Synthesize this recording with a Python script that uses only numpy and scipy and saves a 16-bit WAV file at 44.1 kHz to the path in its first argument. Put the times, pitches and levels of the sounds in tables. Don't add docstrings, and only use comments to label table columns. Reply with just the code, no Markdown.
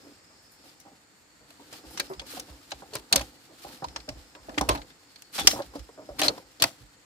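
import sys
import numpy as np
from scipy import signal
from scipy.fft import rfft, irfft, next_fast_len
from scipy.io import wavfile
from scipy.ndimage import uniform_filter1d

SR = 44100
rng = np.random.default_rng(int(sys.argv[2]) if len(sys.argv) > 2 else 0)


def materialize(psi):
    bounded = np.clip(np.atleast_2d(psi).T, -1, 1)
    quanta = np.round(bounded * 32767).astype(np.int16)
    wavfile.write(sys.argv[1], SR, quanta)


def undo_db(level):
    steps = np.asarray(level, float) / 20
    return 10 ** steps


N = 310893
TIME = np.arange(N) / SR
LEAD = 256
LEFT_LAG_MS, RIGHT_LAG_MS = -0.18, 0.33

# frequency in Hz, width in Hz, level in dB.
STRIP = [(118.6, 62, -7.5), (293, 41, 4.5), (517.4, 34, -1.5), (625, 94, -11), (845, 257, -6.5),
         (941, 89, -11.5), (1327, 170, -23)]


def resonances(hz, modes):
    hz = np.maximum(hz, 1.)
    response = 0
    for k, (mode_hz, width_hz, gain) in enumerate(modes):
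        detuning = (hz - mode_hz ** 2 / hz) / width_hz
        response = response + (-1) ** k * gain / (1 + 1j * detuning)
    return response


def colour(hz, spectrum):
    f, db = np.transpose(spectrum)
    return undo_db(np.interp(np.log(np.maximum(hz, 1.)), np.log(f), db))


def shape(x, response, lag_ms=0.):
    size = next_fast_len(x.shape[-1])
    hz = np.arange(size // 2 + 1) * SR / size
    delay_s = np.array([[lag_ms], [-lag_ms]]) / 2000
    late = np.exp(-2j * np.pi * hz * delay_s)
    return irfft(rfft(x, size) * response(hz) * late, size)[:, :x.shape[-1]]


def pan(x, left_db):
    return x * undo_db(np.array([[left_db], [-left_db]]) / 2)


def pair(size, alike):
    mid, side = rng.standard_normal((2, size))
    alike = np.clip(alike, 0, .99)
    return np.sqrt(1 + alike) * mid + np.sqrt(1 - alike) * side * np.array([[1], [-1]])


def walk(rate, size=N):
    hold = max(int(SR / rate), 16)
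    levels = np.repeat(rng.standard_normal(size // hold + 1), hold)
    return uniform_filter1d(levels, hold)[:size] * 1.2


def unit(x):
    return x / np.sqrt(np.mean(x.mean(axis=0) ** 2))


def add(out, s, x, db):
    at = int(s * SR) - LEAD
    scaled = undo_db(db) * x / np.abs(x.mean(axis=0)).max()
    out[:, at:at + x.shape[1]] += scaled[:, :N - at]


def in_order(*kinds):
    rows = []
    for table, *shared in kinds:
        rows += [tuple(row) + tuple(shared) for row in table]
    return sorted(rows)


def burst(rise_s, t60, tail_db, tail_t60, grit_db, grit_rate, alike, size, hold=0.74):
    t = np.maximum(np.arange(size) - LEAD, 0) / SR
    fall = undo_db(-60 * (t / max(t60, .008)) ** hold) + undo_db(tail_db - 60 * t / tail_t60)
    rise = 1 - np.exp(-t / rise_s)
    fade = np.cos(np.pi / 2 * t / t[-1])
    noise = pair(size=size, alike=alike)
    return noise * fall * rise * fade * undo_db(grit_db * walk(grit_rate, size=size))


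def claps(rows):
    # frequency in Hz, level in dB per Hz.
    crack = [(600, -14.5), (1100, -5.5), (2500, -2.5), (6000, -2.5), (8500, -8), (12500, -14), (15800, -25),
             (16600, -62)]
    out = np.zeros((2, N))
    for s, db, ring_hz, treble_db, t60, wood_db, ring_db in rows:
        spots = 1500 * undo_db(np.linspace(0, 16, num=14) + 0.98 * rng.standard_normal(14))
        modes = [(f, .05 * f, undo_db(2.0 * g - 6)) for f, g in zip(spots, rng.standard_normal(14))]
        ring = [(ring_hz, 0.051 * ring_hz, undo_db(ring_db)), (ring_hz, .5 * ring_hz, -undo_db(-11.0))]

        def body(hz):
            wood = undo_db((wood_db + 19.0) / (1 + (hz / 2600) ** 4))
            broad = colour(hz, crack) * wood * (1 + resonances(hz, modes)) / (1 + (hz / 7000) ** 4)
            return broad + resonances(hz, ring) / (1 + (hz / 11000) ** 8)

        def snap(hz):
            high = 1 / (1 + (7000 / np.maximum(hz, 1.)) ** 4)
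            return undo_db(treble_db + 19.5) * colour(hz, crack) * high

        lag_ms, left_db = rng.standard_normal(2) * [.3, .4] + [0, 1.2]
        chatter = burst(0.0011, 0.59 * t60, -23.0 - ring_db, 0.25, 2.1, 900, 0.29, size=8192, hold=1.3)
        x = shape(chatter, body, lag_ms)
        contact = burst(0.00072, 0.27 * t60, -32.5, 0.43, 4.24, 900, 0.79, size=8192, hold=1.77)
        x = x + shape(contact, snap, lag_ms)
        add(out, s - .0006, pan(x, left_db), db)
    return out


def working_claps():
    # start in seconds, peak in dB, ring in Hz, treble in dB re peak.
    edge_claps = [
        (0.6885, -49, 4960, -22),
        (2.1954, -29, 3380, -38),
        (2.2164, -41.5, 2500, -16),
        (2.3972, -26, 5400, -4),
        (2.7074, -35.5, 3995, -8),
        (3.2112, -28, 2550, -18),
        (3.842, -30.5, 4520, -22),
        (5.1585, -38.5, 4370, -21),
        (6.0877, -49, 5160, -29),
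        (6.6252, -13, 4530, -22),
    ]
    face_claps = [(1.5044, -42.5, 4190, -9), (1.7638, -45, 4380, -14), (1.9746, -26, 5800, -20),
                  (1.9973, -17, 4370, -18), (2.1343, -41, 4600, -31), (3.178, -26.5, 3860, -26),
                  (3.194, -27.5, 4400, -22), (4.35, -40, 2500, -37), (4.4932, -38, 1800, -24),
                  (4.5423, -43, 2000, -31), (4.59, -33, 4730, 1), (4.7744, -38, 4020, -25),
                  (4.816, -37, 4300, -36), (5.3802, -25, 5000, -11), (5.6197, -33.5, 4080, -33),
                  (5.7928, -42, 5130, -9), (6.1854, -31, 4200, -23), (6.2163, -14.5, 3110, -15),
                  (6.3775, -42.5, 5150, -27)]
    edge_skids = [
        (0.7991, -43, 6050, -7),
        (2.9344, -32.5, 4400, -13),
        (5.3507, -29.5, 5000, -8),
        (5.3955, -21, 3490, -13),
        (5.7533, -41, 4900, -17),
        (6.2322, -16, 4120, -24),
        (6.599, -32, 4260, -24),
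    ]
    face_skids = [
        (1.727, -35, 4900, -13),
        (4.7097, -28, 4060, -36),
        (4.7502, -30.5, 2240, -28),
        (4.9023, -44, 3600, -26),
        (5.3867, -17, 3840, -20.5),
        (6.1919, -16.5, 4450, -11.5),
    ]
    snaps = [
        (2.7177, -26, 4050, -33),
        (3.8846, -38, 4180, -30),
        (4.0023, -39, 4470, -37),
        (4.0896, -29, 5280, -21),
        (4.6115, -19.5, 5660, -12),
        (5.2212, -35.5, 6640, -7.5),
        (5.5118, -20.5, 3960, -14),
    ]
    hard_claps = [
        (3.1264, -4, 4410, -17, 0.051),
        (3.1586, -5, 4410, -15.5, 0.043),
        (5.4724, 0.5, 5400, -13.5, 0.033),
        (6.6221, -5.5, 3320, -10, 0.045),
    ]
    woody_claps = [
        (2.9534, -17.5, 4350, -14.5, 0.068),
        (3.9611, -22.5, 5300, -39, 0.048),
        (4.5792, -14, 2030, -28, 0.062),
        (4.6898, -12.5, 3900, -13, 0.068),
        (6.6384, -9, 4500, -12.5, 0.036),
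    ]
    ringing_claps = [
        (6.2818, -7, 4310, -32, 0.045),
    ]
    return claps(in_order(
        (edge_claps, 0.055, -20, 6.5),
        (face_claps, 0.061, -11.5, 6.5),
        (edge_skids, 0.17, -20, 6.5),
        (face_skids, 0.12, -11.5, 6.5),
        (snaps, 0.04, -18.5, 0.5),
        (hard_claps, -23.5, 4),
        (woody_claps, -12, 3),
        (ringing_claps, -18.5, 19.5)))


def rebounds():
    # start in seconds, peak in dB, ring in Hz, treble in dB re peak.
    chatters = [
        (2.966, -33, 4400, -21),
        (5.479, -17, 4380, -19),
        (5.491, -27, 4500, -11.5),
        (6.2215, -21.5, 4200, -22),
        (6.245, -24, 5200, -27),
        (6.262, -30, 4500, -24),
        (6.2915, -25, 4330, -30),
    ]
    return claps(in_order((chatters, 0.04, -20, 6.5)))


def knocks(rows, lag_ms):
    out = np.zeros((2, N))
    for s, db, ring_hz, t60, hollow_db in rows:
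        share = undo_db(5.13 * rng.standard_normal(len(STRIP)))
        modes = [(f, w, undo_db(g - 9) * a) for (f, w, g), a in zip(STRIP, share)]
        modes.append((ring_hz, 0.074 * ring_hz, 1.))
        modes.append((STRIP[1][0], 45., undo_db(hollow_db + 5)))
        modes.append((800, 1100, undo_db(-9.5)))
        x = burst(0.0004, 0.71 * t60, -28, 0.48, 1.9, 307, 0.93, size=10240, hold=1.214)
        x[:, LEAD + 44] += undo_db(20.5)
        x = shape(pan(x, -1.5), lambda hz: resonances(hz, modes) / (1 + (hz / 1300) ** 4), lag_ms)
        add(out, s - .001, x, db)
    return out


def left_knocks():
    # start in seconds, peak in dB, ring in Hz, time to fall 60 dB in seconds.
    hollow_knocks = [(0.042, -48.5, 435, 0.42), (0.068, -44, 550, 0.27), (1.595, -46, 960, 0.23),
                     (1.84, -41, 544, 0.12), (1.994, -33.5, 570, 0.22), (2.336, -38.5, 526, 0.31),
                     (3.496, -47, 626, 0.24), (4.577, -20, 836, 0.067), (5.352, -42.5, 960, 0.19),
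                     (5.447, -32, 444, 0.091), (6.197, -27.5, 780, 0.063), (6.259, -27, 537, 0.15),
                     (6.6, -37, 700, 0.29)]
    strip_knocks = [(0.641, -50.5, 755, 0.17), (1.508, -51.5, 730, 0.11), (1.726, -42, 775, 0.19),
                    (2.195, -43, 796, 0.15), (2.721, -30.5, 786, 0.12), (2.821, -38.5, 750, 0.09),
                    (2.93, -34.5, 432, 0.39), (2.952, -28.5, 1004, 0.11), (2.989, -53, 785, 0.094),
                    (3.139, -24.5, 830, 0.14), (3.646, -33.5, 796, 0.17), (3.699, -48, 931, 0.14),
                    (3.823, -28, 794, 0.1), (3.961, -32, 1190, 0.093), (4.352, -43, 1010, 0.27),
                    (5.385, -25.5, 790, 0.13), (5.409, -28, 790, 0.099), (5.474, -24, 734, 0.066),
                    (5.533, -26, 530, 0.18), (5.562, -28, 920, 0.18), (5.592, -24, 563, 0.11),
                    (5.738, -40, 890, 0.13), (5.891, -40.5, 480, 0.074), (5.977, -35.5, 614, 0.27),
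                    (6.09, -31, 580, 0.15), (6.216, -19, 755, 0.19), (6.617, -26, 674, 0.23)]
    log_knocks = [(0.303, -52, 1190, 0.25), (0.853, -44.5, 790, 0.31), (0.919, -52, 796, 0.17),
                  (1.404, -53.5, 467, 0.33), (1.914, -57, 780, 0.1), (1.95, -47, 780, 0.11),
                  (2.215, -40.5, 538, 0.16), (2.371, -33, 764, 0.14), (2.481, -42.5, 537, 0.45),
                  (3.123, -24, 750, 0.29), (3.156, -21, 554, 0.14), (3.208, -29, 814, 0.081),
                  (4.081, -29, 604, 0.15), (4.611, -16.5, 810, 0.11), (5.61, -43, 660, 0.16),
                  (5.755, -27, 532, 0.096), (6.239, -28, 690, 0.089), (6.379, -30.5, 557, 0.059),
                  (6.641, -23.5, 804, 0.097)]
    rows = in_order((hollow_knocks, 2.5), (strip_knocks, -7), (log_knocks, -40))
    return knocks(rows, LEFT_LAG_MS)


def woven_knocks():
    # start in seconds, peak in dB, ring in Hz, time to fall 60 dB in seconds,
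    # hollow mode in dB re peak.
    woven = [
        (2.101, -29, 380, 0.21, -1.5),
        (3.845, -25, 963, 0.067, -9),
        (4.486, -33, 640, 0.18, -31),
        (4.689, -17, 1040, 0.17, -4.5),
        (4.711, -26.5, 526, 0.16, -7),
        (4.748, -28.5, 830, 0.2, -41),
        (6.282, -26.5, 528, 0.13, -4),
    ]
    return knocks(woven, RIGHT_LAG_MS)


def settling():
    # start in seconds, peak in dB, ring in Hz, time to fall 60 dB in seconds.
    small_knocks = [(3.114, -40, 800, 0.08), (3.147, -31, 950, 0.087), (4.636, -33, 814, 0.065),
                    (4.657, -38, 500, 0.14), (4.672, -39, 605, 0.1), (4.7, -26.5, 540, 0.13),
                    (5.476, -22.5, 748, 0.058), (5.603, -27.5, 800, 0.06), (6.234, -26, 607, 0.1),
                    (6.253, -28, 560, 0.1), (6.268, -29.5, 590, 0.11), (6.301, -30.5, 512, 0.08)]
    return knocks(in_order((small_knocks, -11.5)), LEFT_LAG_MS)


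def pressure(strokes, levels_db, idle_db):
    press_db_per_s, let_go_db_per_s = 116, 117
    power = undo_db(2 * idle_db)
    for (s, held_s, *_), db in zip(strokes, levels_db):
        before_db = press_db_per_s * np.maximum(s - TIME, 0)
        after_db = let_go_db_per_s * np.maximum(TIME - s - held_s, 0)
        power = power + undo_db(2 * (db - before_db - after_db))
    return np.sqrt(power)


def slide():
    # full pressure from in seconds, held in seconds,
    # edge hiss in dB, body rumble in dB.
    strokes = [(0.0, 0.097, -66, -59.5), (0.67, 0.018, -60, -61.5), (0.9, 0.023, -68.5, -63),
               (1.59, 0.4, -59.5, -58), (2.0, 0.012, -51, -46.5), (2.368, 0.01, -52.5, -47.5),
               (2.5, 0.21, -60, -69), (2.8, 0.21, -60.5, -56), (3.218, 0.0063, -50, -50.5),
               (3.36, 0.36, -62.5, -63.5), (3.69, 0.046, -51.5, -51.5), (3.9, 0.092, -64, -54),
               (4.18, 0.023, -61, -57.5), (4.53, 0.27, -60, -51), (4.67, 0.026, -65, -46.5),
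               (5.0, 0.21, -66.5, -68.5), (5.492, 0.049, -45, -42.5), (5.75, 0.07, -61.5, -59.5),
               (6.0, 0.12, -67.5, -57), (6.261, 0.04, -49, -42), (6.601, 0.22, -62.5, -64)]
    # start in seconds, stop in seconds, edge hiss in dB.
    drags = [
        (1.72, 1.79, -53),
        (2.27, 2.38, -48.5),
        (3.617, 3.69, -55.5),
        (5.346, 5.469, -43),
        (6.225, 6.274, -35),
        (2.96, 3, -49),
        (6.645, 6.69, -47),
        (5.485, 5.53, -45.5),
        (3.17, 3.2, -43.5),
        (4.7, 4.76, -45.5),
    ]
    # frequency in Hz, level in dB per Hz.
    edge_hiss = [(710, -48.5), (1200, 0.5), (1980, -4.5), (2920, -1.5), (3740, -1), (4220, 1.5), (6300, -6),
                 (12300, -9), (16000, -13)]
    _, _, edge_db, body_db = np.transpose(strokes)
    grit = pair(size=N, alike=0.049) * undo_db(1.4 * walk(400) + 2.0 * walk(43))
    edge = shape(grit, lambda hz: colour(hz, edge_hiss))
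    modes = [(f, w, undo_db(db)) for f, w, db in STRIP]
    rumble = pair(size=N, alike=0.9) * undo_db(2.0 * walk(83))
    body = shape(rumble, lambda hz: resonances(hz, modes), LEFT_LAG_MS)
    drag = 0
    for start, stop, db in drags:
        drag = drag + undo_db(db) * np.interp(TIME, [start - .02, start, stop, stop + .005], [0, 1, 1, 0])
    edge_level = np.hypot(pressure(strokes, edge_db, idle_db=-69), drag)
    return unit(edge) * edge_level + unit(body) * pressure(strokes, body_db, idle_db=-70.5)


def thumps():
    # frequency in Hz, width in Hz, level in dB.
    soil = [(56.2, 29, 11), (68.3, 29, 5), (106, 21, -5)]
    # start in seconds, peak in dB.
    bounces = [(0.077, -62), (1.377, -61), (2.005, -53), (2.157, -41), (2.369, -56), (3.16, -32),
               (3.637, -56), (3.851, -40), (3.959, -48), (4.158, -41.5), (4.388, -50), (4.47, -47),
               (4.584, -31), (4.671, -27), (4.76, -40), (5.415, -35), (5.528, -44), (5.649, -47),
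               (6.096, -38), (6.225, -44), (6.422, -58), (6.614, -51.5)]
    # start in seconds, peak in dB.
    landings = [
        (1.851, -46.5),
        (2.493, -40.5),
        (2.735, -47.5),
        (2.962, -49),
        (4.085, -38.5),
        (5.77, -36),
        (6.804, -44),
    ]
    out = np.zeros((2, N))
    t = np.maximum(np.arange(16384) - LEAD, 0) / SR
    modes = [(f, w, undo_db(db)) for f, w, db in soil]
    for s, db, t60 in in_order((bounces, 0.24), (landings, 0.12)):
        swing_hz = soil[0][0] * undo_db(0.74 * rng.standard_normal())
        decay = (1 - np.exp(-t / 0.0051)) * undo_db(-60 * t / (0.57 * t60))
        swing = decay * np.sin(2 * np.pi * swing_hz * t)
        scuffle = burst(0.015, 0.92 * t60, -33.0, 0.27, 1.8, 60, 0.9, size=len(t))
        push = undo_db(-29.0) * swing + scuffle
        add(out, s, shape(push, lambda hz: resonances(hz, modes) / (1 + 1j * hz / 160) ** 2), db)
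    return pan(out, -2)


def rustles():
    # start in seconds, peak in dB.
    brushes = [
        (0.0494, -63.5),
        (0.4194, -57),
        (0.504, -50),
        (0.6355, -56),
        (1.1603, -60),
        (1.9, -43),
        (2.089, -49),
        (2.298, -40),
        (3.5994, -63),
        (5.3194, -48),
    ]
    out = np.zeros((2, N))
    for s, db in brushes:
        x = burst(0.0051, 0.12, -50, .2, 2.0, 300, .05, size=16384, hold=2.9)
        add(out, s, shape(x, lambda hz: resonances(hz, [(10400, 12000, 1.)]) ** 2), db)
    return out


def grove():
    # time in seconds, low choir in dB, high choir in dB.
    cicadas = [(0.0, -77, -68.5), (0.55, -72, -66), (1.0, -76, -80), (1.55, -70.5, -86), (1.96, -79, -61.5),
               (3.53, -73, -83), (3.83, -74, -65), (4.1, -75, -67.5), (5.3, -68.5, -75.5),
               (5.461, -76, -76), (5.83, -84, -67.5), (6.44, -73.5, -70.5), (7.05, -75, -85)]
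    # frequency in Hz, level in dB per Hz.
    air_tone = [(25, -11.5), (55, 1.5), (150, 0), (400, -4), (1000, -4.5), (1900, -4), (3100, -12),
                (5800, -13.5), (8200, -7), (9200, -25), (15500, -31)]
    s, low_db, high_db = np.transpose(cicadas)
    choirs = [(4450, 190, np.interp(TIME, s, low_db)),
              (5150, 560, np.interp(TIME, s, high_db)),
              (7070, 260, -75.5)]
    out = 0
    for centre_hz, width_hz, db in choirs:
        band = shape(pair(size=N, alike=.2), lambda hz: resonances(hz, [(centre_hz, width_hz, 1.)]) ** 2)
        out = out + unit(band) * undo_db(db + 0.5 + 1.7 * walk(25))

    def low(hz):
        return colour(hz, air_tone) / np.sqrt(1 + (hz / 500) ** 2)

    def high(hz):
        return colour(hz, air_tone) / np.sqrt(1 + (500 / np.maximum(hz, 1.)) ** 2)

    bass = shape(pair(size=N, alike=0.82), low)
    air = shape(pair(size=N, alike=.02), high)
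    return out + unit(bass + air) * undo_db(-58.5 - 4.0 + walk(1.995))


def scene():
    strips = left_knocks() + woven_knocks()
    soft = shape(slide() + grove() + rustles(), lambda hz: hz < 15500)
    blows = working_claps() + strips + thumps()
    return soft + blows + rebounds() + settling()


def low_pass(x):
    return signal.sosfilt(signal.butter(12, 16290, fs=SR, output="sos"), x)


def record(dry):
    bass_cut = signal.butter(4, 46, "high", fs=SR, output="sos")
    mix = np.clip(signal.sosfilt(bass_cut, dry), -1, 1)
    return low_pass(mix)


dry = scene()
out = record(dry)
materialize(out)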